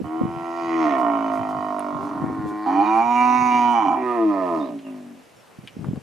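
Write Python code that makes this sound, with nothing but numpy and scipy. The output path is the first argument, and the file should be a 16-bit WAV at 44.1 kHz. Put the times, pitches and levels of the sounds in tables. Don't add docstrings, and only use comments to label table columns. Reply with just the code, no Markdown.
import sys
import numpy as np
from scipy import signal
from scipy.fft import rfft, irfft, next_fast_len
from scipy.io import wavfile
from scipy.ndimage import uniform_filter1d

SR = 44100
rng = np.random.default_rng(int(sys.argv[2]) if len(sys.argv) > 2 else 0)


def output_pcm(signal):
    pcm = np.clip(np.atleast_2d(signal).T, -1, 1) * 32767
    wavfile.write(sys.argv[1], SR, np.round(pcm).astype(np.int16))


N = 265482


def herd():
    # (time [s], pitch [Hz], mouth level [dB], chest hum, upper throat, nasal rasp [dB over mouth],
    # higher mouth rings [dB over the lowest], lip spread raising the rings [%])
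    long_call = [(.03, 76.9, -35, -2, -16.5, -44, -1.5, 7), (.16, 80.97, -33.5, 4.5, -16.5, -55, 2, 6),
                 (.3, 84.15, -32, -1, -15.5, -34, 0, 7), (.59, 84.77, -24, -7, -16, -26.5, -1.5, 6),
                 (.75, 82.3, -25.5, 3, -11, -23.5, 1, 6), (.83, 79.4, -19.5, -2.5, -17.5, -25.5, -0.5, 2.5),
                 (.93, 68.56, -20, -3, -15.5, -34.5, -2, 1.5), (1.06, 57.6, -20, -5, -22.5, -45, 0.5, 5.5),
                 (1.27, 53.98, -23, -4, -20.5, -35, -1.5, 2.5),
                 (1.45, 51.88, -24.5, -4.5, -24.5, -38, -2.5, 7),
                 (1.7, 50.56, -27.5, -2.5, -22.5, -33.5, 0.7, 6),
                 (1.96, 48.76, -28, -1.5, -24.5, -35.5, 1, -1.5),
                 (2.09, 47.77, -36.5, 4.5, -17, -26, 7, -0.5), (2.42, 44.43, -45, 12, -19, -44, 5.5, -1)]
    loud_call = [(2.651, 86.75, -21, -8.5, -28.5, -37, -5, 2),
                 (2.8, 100.8, -17.5, -5, -22.5, -38.5, -4, 0.7),
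                 (2.94, 111.4, -18, -10, -16.5, -33, 2, -0.5),
                 (3.08, 120.1, -15, -11.5, -22, -36.5, -4, 0.2),
                 (3.22, 123.1, -17.5, -5, -10.5, -26.5, -0.1, -1),
                 (3.4, 124.3, -20, -3, -8.5, -25, 1.5, -1), (3.56, 122.3, -17, -5.5, -11, -26.5, -1, 0),
                 (3.74, 119, -14.5, -9, -19, -34.5, -2.2, 2), (3.82, 106.9, -17.5, -10, -18, -39, -0.7, 2),
                 (3.92, 80.5, -20, -7.5, -25, -41, -2.3, 1), (3.965, 65.3, -24, -11, -23, -56, -0.5, 1),
                 (4.04, 61.8, -31.5, 1.5, -16, -33, -6.5, -5.5)]
    last_call = [(3.96, 127.7, -34.5, 7, -10, -33, 6.5, -1.5), (4.06, 124.5, -29, 8.5, -9.5, -37, 8.5, 1),
                 (4.14, 119, -24.5, -0.5, -13.5, -38, 8.5, 2),
                 (4.26, 106.7, -31, 11.5, -13, -34.5, 5.5, -1.7),
                 (4.34, 98.85, -24, 3.5, -21.5, -31, 6, -3),
                 (4.45, 90.23, -22.5, -1, -20.5, -38, 2.5, -1.5),
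                 (4.536, 83.3, -26, 4, -21.5, -30, 7.5, 1.5),
                 (4.694, 60.46, -32.5, 2, -20.5, -29, -0.5, -1),
                 (4.77, 55.04, -40.5, 11, -29, -49, -15, -0.32), (4.82, 54.64, -53, 8, -19, -46, -8, 1.5),
                 (4.87, 53.06, -41, 7, -13, -46, -2.5, 0.96), (5.138, 46.65, -55.5, 15.5, -21, -48, -5, 10),
                 (5.23, 41.2, -60, 6, -24, -48, 5, -2)]
    far_call = [(1.98, 96.6, -37, 4.2, -32, -36, .4, 0.37), (2.25, 108.1, -35, 1.3, -13, -37, 0.29, 0.5),
                (2.49, 104, -35.5, 9, -12.5, -33, 0.32, 0.49),
                (2.7, 107.2, -32.5, 1.2, -11, -25.5, .4, 0.47),
                (3.02, 112, -37, 5.4, -7.5, -19, 0.25, 0.35)]
    # (frequency [Hz], width [Hz], level [dB])
    long_throat = [
        [(314.6, 47.5, 5.5), (408, 115, -13)],
        [(684.7, 56, 25), (948, 105, 14), (1073, 98, 20), (1226, 124, 10), (1365, 67, 12.5)],
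        [(1910, 140, 10.5), (2200, 800, 8), (2904, 67, 8.5)],
        [(3690, 210, 0.5), (4451, 950, -2.5), (5140, 440, -3), (6020, 309, -2)],
    ]
    loud_throat = [
        [(296.2, 59, -12.5)],
        [(792, 60, 8), (981.5, 170, 1), (1282, 137, -11.5)],
        [(2020, 260, -0.5), (2337, 119, 11.5), (2894, 237, -1)],
        [(3788, 370, 1), (4627, 200, 0), (5830, 740, 1), (6610, 140, 7), (9640, 1500, -12.5)],
    ]
    last_throat = [
        [(261, 85, -0.5), (338.5, 46.5, 17), (465, 39, 4)],
        [(678, 86, 12.5), (1013, 124, 2.9), (1227, 65, 1.3)],
        [(1850, 340, 16.7), (2064, 380, 12.6), (2530, 870, 10), (2870, 120, 1.5)],
        [(4480, 3400, 0)],
    ]
    far_throat = [
        [(338, 95, 9.5), (465, 62, -3)],
        [(767, 140, 0.018), (1046, 116, 0.031)],
        [(1445, 51, 17.6), (1892, 220, 11), (2294, 120, 2)],
        [(4350, 740, 0)],
    ]
    near, far = np.zeros(N), np.zeros(N)
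    add(near, *moo(long_call, long_throat, sink=.15, slap=.2, breath=3.7, lip_db=.17, lip_rise=.45))
    add(near, *moo(loud_call, loud_throat, sink=.024, slap=.55, breath=1.44, lip_db=2.5, lip_rise=3.5))
    add(near, *moo(last_call, last_throat, sink=.175, slap=0, breath=3, lip_db=.5, lip_rise=1.1))
    add(far, *moo(far_call, far_throat, sink=.1, slap=0, breath=4.5, lip_db=3, lip_rise=-.2))
    return ports(flanks(near), rightness=.52) + ports(far, rightness=.056) + amp(-19) * fences(near + far)


def moo(call, throat, sink, slap, breath, lip_db, lip_rise, nose_hz=518.4, nose_width_hz=93):
    times, *columns = np.transpose(call)
    t = np.arange(times[0], times[-1], 1 / SR)
    hz, mouth_db, chest_db, upper_db, rasp_db, front_db, spread = (np.interp(t, times, c) for c in columns)
    hz = uniform_filter1d(hz, size=1500)
    slack = np.log2(hz.max() / hz)
    cycles, rough, pulses, doubled = vocal_folds(t, hz, slack, slap)
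    puffs = evened(np.exp(-(cycles % 1) / .5) * rng.standard_normal(len(t)))
    chest, (low, *front), (*upper, (top_hz, top_width, top_db)), nose = throat
    lift = 1 + spread / 100
    low_hz = low[0] * lift * (1 - .26 * sink * slack)
    swung_hz = low_hz * (1 - .075 * slack * np.sin(2 * np.pi * cycles))
    chest = [(f * (1 - sink * slack), w, g) for f, w, g in chest]
    mouth = [(swung_hz, *low[1:])] + [(f, w, g + front_db) for f, w, g in front]
    upper = [(f * (1 - .2 * sink * slack), w, g) for f, w, g in upper]
    upper.append((top_hz * (1 + lip_rise * spread / 100), top_width, top_db + lip_db * spread))
    nose = [(f * lift, w, g) for f, w, g in nose]
    parts = [(chest, doubled, amp(chest_db), .015, 0, 1.95),
             (mouth, doubled, -1, .03, .004, 4.2),
             (upper, pulses, amp(upper_db), .11, .012, 3.3),
             (nose, pulses, amp(rasp_db), .4, .01, 1.8)]
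    voice = np.zeros(len(t))
    for modes, folds, gain, air, wander, skirt in parts:
        drive = folds + (breath * air * (105 / hz) + 2.15 * rough) * puffs
        rings = 0
        for ring_hz, width, db in modes:
            level = amp(db + 140 * wander * drift(14, len(t)))
            wandering_hz = ring_hz * (1 + wander * drift(5, len(t)))
            rings += level * resonate(drive, wandering_hz, width, skirt, crest_s=.0012)
        voice += gain * evened(rings)
    voice -= np.clip(3.2 * (slack - .25), 0, 1) * resonate(voice, 1.174 * low_hz, width=56)
    voice = rolloff(voice, "high", hz=190, order=2)
    nose_notch = signal.iirnotch(nose_hz, nose_hz / nose_width_hz, fs=SR)
    voice = signal.lfilter(*nose_notch, voice)
    fade = signal.windows.tukey(len(t), .014 / (times[-1] - times[0]))
    return times[0], amp(mouth_db) * voice * fade


def vocal_folds(t, hz, slack, slap, jitter=.0027, taut_octaves=.17):
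    flutter = slap * np.clip(1 - slack / taut_octaves, 0, 1) ** .5
    rough = np.clip(.17 * -np.gradient(np.log(hz)) * SR, 0, 1) ** 2
    cycles = np.cumsum(hz * (1 + (jitter + .1 * rough) * drift(66, len(t)))) / SR
    shut = np.flatnonzero(np.diff(np.floor(cycles))) + 1
    late = (cycles[shut] % 1) / (cycles[shut] - cycles[shut - 1])
    pulses = np.zeros(len(t) + 8)
    for k in range(8):
        offset = k - 4 + late
        pulses[shut + k] += np.sinc(offset) * np.cos(np.pi * offset / 10) ** 2
    limp = rough + .24 * flutter * (1 + .5 * drift(5.6, len(t)))
    force = (1 + limp * np.cos(np.pi * np.floor(cycles))) * amp((.4 + 1.8 * rough) * drift(90, len(t)))
    pulses = pulses[4:-4] * np.sqrt(SR / hz) * force
    doubled = pulses + flutter * np.interp(t - .5 / hz, t, pulses)
    return cycles, rough, pulses, doubled


def flanks(x, treble_hz=1500):
    delay, t = np.arange(round(.031 * SR)) / SR, np.arange(N) / SR
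    paths = rng.standard_normal((4, len(delay))) * np.exp(-delay / .012) * (delay > .001)
    paths = rolloff(paths / np.linalg.norm(paths[0]), "high", treble_hz, order=3)
    fades = [np.sin(np.pi * (t / .9 + k / 4)) ** 2 / np.sqrt(1.5) for k in range(4)]
    smear = sum(signal.oaconvolve(x * fade, path)[:N] for fade, path in zip(fades, paths))
    return .7 * x + .3 * rolloff(x, "low", treble_hz, order=3) + .4 * smear


def fences(x, t60=.16):
    size = SR // 2
    taps = np.zeros((2, size))
    at = np.arange(400, size - 20, 20) + rng.integers(0, 20, (2, (size - 401) // 20))
    np.put_along_axis(taps, at, rng.choice([-1., 1.], at.shape), 1)
    decay = amp(-60 * np.arange(size) / SR / t60)
    taps = signal.lfilter([1], [1, -.7], taps * decay)
    return signal.fftconvolve(x[None], taps / np.linalg.norm(taps[0]), axes=1)[:, :N]


def ports(x, rightness):
    # (frequency [Hz], left minus right [dB])
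    shading = [(200, 3), (320, -0.5), (490, -1), (740, -9.5), (1130, -14.5), (1710, -24.5), (2600, -12),
               (5000, -13.5), (9000, -4.5)]
    # (frequency [Hz], left lead [rad])
    lead = [(100, 1), (400, -0.36), (860, -1.1), (1550, -0.36), (2760, -0.83)]
    size = next_fast_len(N)
    hz = np.fft.rfftfreq(size, 1 / SR)
    left = amp(rightness * curve(shading, hz) / 2) * np.exp(.5j * rightness * curve(lead, hz))
    return irfft(rfft(x, size) * np.array([left, 1 / left]), size)[:, :N]


def wind(likeness=.66, buffet_s=.0073):
    # (time [s], level [dB])
    breeze = [(0, -51.5), (3.899, -50.5), (4.3, -73), (5.101, -72), (5.55, -62), (6.02, -43)]
    # (start [s], length [s], peak [dB])
    gusts = [(0.0, 0.12, -35.5), (0.174, 0.22, -34), (1.27, 0.46, -37.5), (1.977, 0.11, -49),
             (2.134, 0.23, -31), (2.36, 0.23, -28), (3.238, 0.24, -46), (5.544, 0.16, -52),
             (5.71, 0.33, -35.5)]
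    # (time [s], peak [dB], pitch [Hz], left minus right [dB])
    buffets = [(0.001, -26, 319, -19), (0.014, -18, 247, 5), (0.212, -9, 268, -0.5), (0.234, -16, 173, 8),
               (0.251, -14, 223, -3), (2.218, -20, 220, -11), (2.239, -19, 256, 12), (2.298, -18, 305, 0),
               (2.457, -22, 310, 0), (2.518, -22.5, 317, 2), (5.586, -28.5, 183, -2), (5.636, -35, 240, 0),
               (5.766, -25, 236, -5), (5.79, -23.5, 146, 5), (5.867, -26, 149, 9), (5.885, -12.5, 150, 0),
               (5.909, -21, 201, -6), (5.932, -19, 241, 8), (5.973, -21.5, 204, 5)]
    level = amp(np.interp(np.arange(N) / SR, *np.transpose(breeze)))
    for start, length, db in gusts:
        add(level, start, amp(db) * signal.windows.tukey(round(length * SR), .74))
    left, own = rng.standard_normal((2, N))
    right = likeness * left + np.sqrt(1 - likeness ** 2) * own
    rumble = np.array([resonate(port, hz=100, width=222) for port in (left, right)])
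    rumble = rolloff(rumble, "high", hz=95, order=3)
    lumps = amp(5.5 * drift(19, N) + 7.5 * drift(22, (2, N)))
    out = evened(rumble * lumps) * level
    t = np.arange(0, 3 * buffet_s, 1 / SR)
    age = t / buffet_s
    swell = 3 * age * np.exp(1 - 3 * age)
    for (at, peak_db, hz, pan_db), (phase, lead) in zip(buffets, rng.random((len(buffets), 2))):
        port_phase = phase + lead * np.array([[0], [.38]])
        wave = np.sin(2 * np.pi * (hz * t * (1 - .034 * age) + port_phase))
        flap = resonate(rng.standard_normal(len(t)), 1.78 * hz, width=127)
        add(out, at, panned(peak_db, pan_db) * swell * (wave + .17 * evened(flap)))
    return out


def hoof_scuffs(air_hiss_db=-61.5, grains_per_s=400):
    # (start [s], level [dB], length [s])
    scuffs = [(0.973, -59, 0.057), (1.31, -59.5, 0.091), (1.483, -61, 0.044), (2, -68, 0.11),
              (2.456, -62, 0.069), (2.933, -58.5, 0.071), (3.688, -59, 0.061), (4.018, -71, 0.21),
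              (4.418, -69, 0.21)]
    # (frequency [Hz], relative level [dB])
    spectrum = [(900, -47), (2500, -7.5), (5000, -5), (10000, -8), (13000, -11.5), (15500, -30.5)]
    level = np.full(N, amp(air_hiss_db))
    for start, db, length in scuffs:
        add(level, start, amp(db) * np.hanning(round(length * SR)) ** .5)
    grains = amp(3 * np.minimum(rng.exponential(1, N), 4)) * (rng.random(N) < grains_per_s / SR)
    grit = 1 + .15 * evened(signal.lfilter([1], [1, -.98], grains))
    return level * evened(hiss(spectrum, likeness=[(1000, .88), (6000, .69), (11000, .11)]) * grit)


def hoof_knocks():
    # (time [s], level [dB], thud, clack, tick [dB over that level], left minus right [dB])
    steps = [(0.289, -48, 3, -18, -11, 4), (1.7946, -26, 0, -8, -1.5, -4.0),
             (4.79, -33.5, -13, -7, -37, -1.5), (5.6744, -25, -34, -2.5, -13, 1.5),
             (5.8443, -36, 8, -39, -17, -3.5), (5.958, -41, 4, -7, -11, -0.5)]
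    # (frequency [Hz], width [Hz], gritty tail [share])
    hoof = [(970, 870, 0.27), (2620, 1700, 0.49), (9400, 2500, 0.043)]
    out, t = np.zeros((2, N)), np.arange(3000) / SR
    for at, level_db, *rings_db, pan_db in steps:
        noise, knock = rng.standard_normal(len(t)), 0
        for (hz, width, tail), db in zip(hoof, rings_db):
            blow = noise * (.6 * np.exp(-t / .0005) + tail * np.exp(-t / .012))
            blow[0] = 2
            ring = resonate(blow, hz, width)
            knock += amp(db) * ring / abs(ring).max()
        add(out, at, panned(level_db, pan_db) * knock)
    return out


def birds():
    # (start [s], end [s], start pitch [Hz], end pitch [Hz], level [dB])
    chirps = [(2.845, 2.89, 3898, 3570, -48), (4.591, 4.636, 3780, 3546, -51),
              (4.613, 4.685, 3720, 4080, -58), (4.83, 4.906, 2950, 2490, -53),
              (5.347, 5.39, 4930, 6050, -63), (5.382, 5.418, 5900, 5200, -64)]
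    out = np.zeros(N)
    for start, end, from_hz, to_hz, db in chirps:
        hz = np.linspace(from_hz, to_hz, round((end - start) * SR))
        blur = amp(db + 4 * drift(500, len(hz)))
        add(out, start, blur * np.sin(2 * np.pi * np.cumsum(hz) / SR) * np.hanning(len(hz)))
    return out + amp(-2.5) * fences(out, t60=.17)


def yard(level_db=-52):
    # (frequency [Hz], relative level [dB])
    spectrum = [(40, -17), (200, -11), (500, -8), (950, -13.5), (2000, -18), (2900, -20), (4000, -30.5),
                (7000, -49)]
    # (frequency [Hz], likeness [0-1])
    likeness = [(60, 0.16), (400, 0.19), (2000, 0.57), (8000, 1)]
    return amp(level_db) * hiss(spectrum, likeness)


def hiss(spectrum, likeness):
    frames, hz = N // 256 + 5, np.fft.rfftfreq(1024, 1 / SR)
    left_re, left_im, own_re, own_im, patches = rng.standard_normal((frames, 513, 5)).T
    patches = evened(uniform_filter1d(uniform_filter1d(patches, size=14, axis=0), size=10, axis=1))
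    shared = curve(likeness, hz)[:, None]
    left = left_re + 1j * left_im
    right = shared * left + np.sqrt(1 - shared ** 2) * (own_re + 1j * own_im)
    bins = np.array([left, right]) * amp(curve(spectrum, hz)[:, None] + 1.2 * patches)
    return evened(signal.istft(bins, nperseg=1024, noverlap=768)[1][:, :N])


def resonate(x, hz, width, skirt=1, crest_s=0):
    carrier = np.exp(2j * np.pi * np.cumsum(hz * np.ones(len(x))) / SR)
    slow, fast = np.exp(-np.pi * width / SR * np.array([1 / np.sqrt(skirt), skirt]))
    envelope = signal.lfilter([(1 - slow) * (1 - fast)], [1, -slow - fast, slow * fast], x / carrier)
    return 2 * (carrier * np.exp(-2j * np.pi * hz * crest_s) * envelope).real


def drift(hz, shape):
    size = max(int(SR / hz), 2)
    return evened(uniform_filter1d(uniform_filter1d(rng.standard_normal(shape), size), size))


def rolloff(x, passes, hz, order):
    return signal.sosfilt(signal.butter(order, hz, passes, fs=SR, output="sos"), x)


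def amp(db):
    return 10 ** (np.asarray(db) / 20)


def panned(db, pan_db):
    return amp(db + np.array([[pan_db], [-pan_db]]) / 2)


def evened(x):
    return x / np.sqrt(np.mean(x ** 2) + 1e-20)


def curve(points, hz):
    point_hz, value = np.transpose(points)
    return np.interp(np.log(hz + 1), np.log(point_hz + 1), value)


def add(mix, start_s, sound):
    part = mix[..., round(start_s * SR):][..., :sound.shape[-1]]
    part += sound[..., :part.shape[-1]]


def scene():
    return herd() + wind() + hoof_scuffs() + hoof_knocks() + birds() + yard()


def record(dry):
    thin = rolloff(dry, "high", hz=70, order=2)
    band_limit = signal.firwin(511, 15400, window=("kaiser", 9), fs=SR)
    return signal.oaconvolve(thin, band_limit[None], "same")


dry = scene()
out = record(dry)
output_pcm(out)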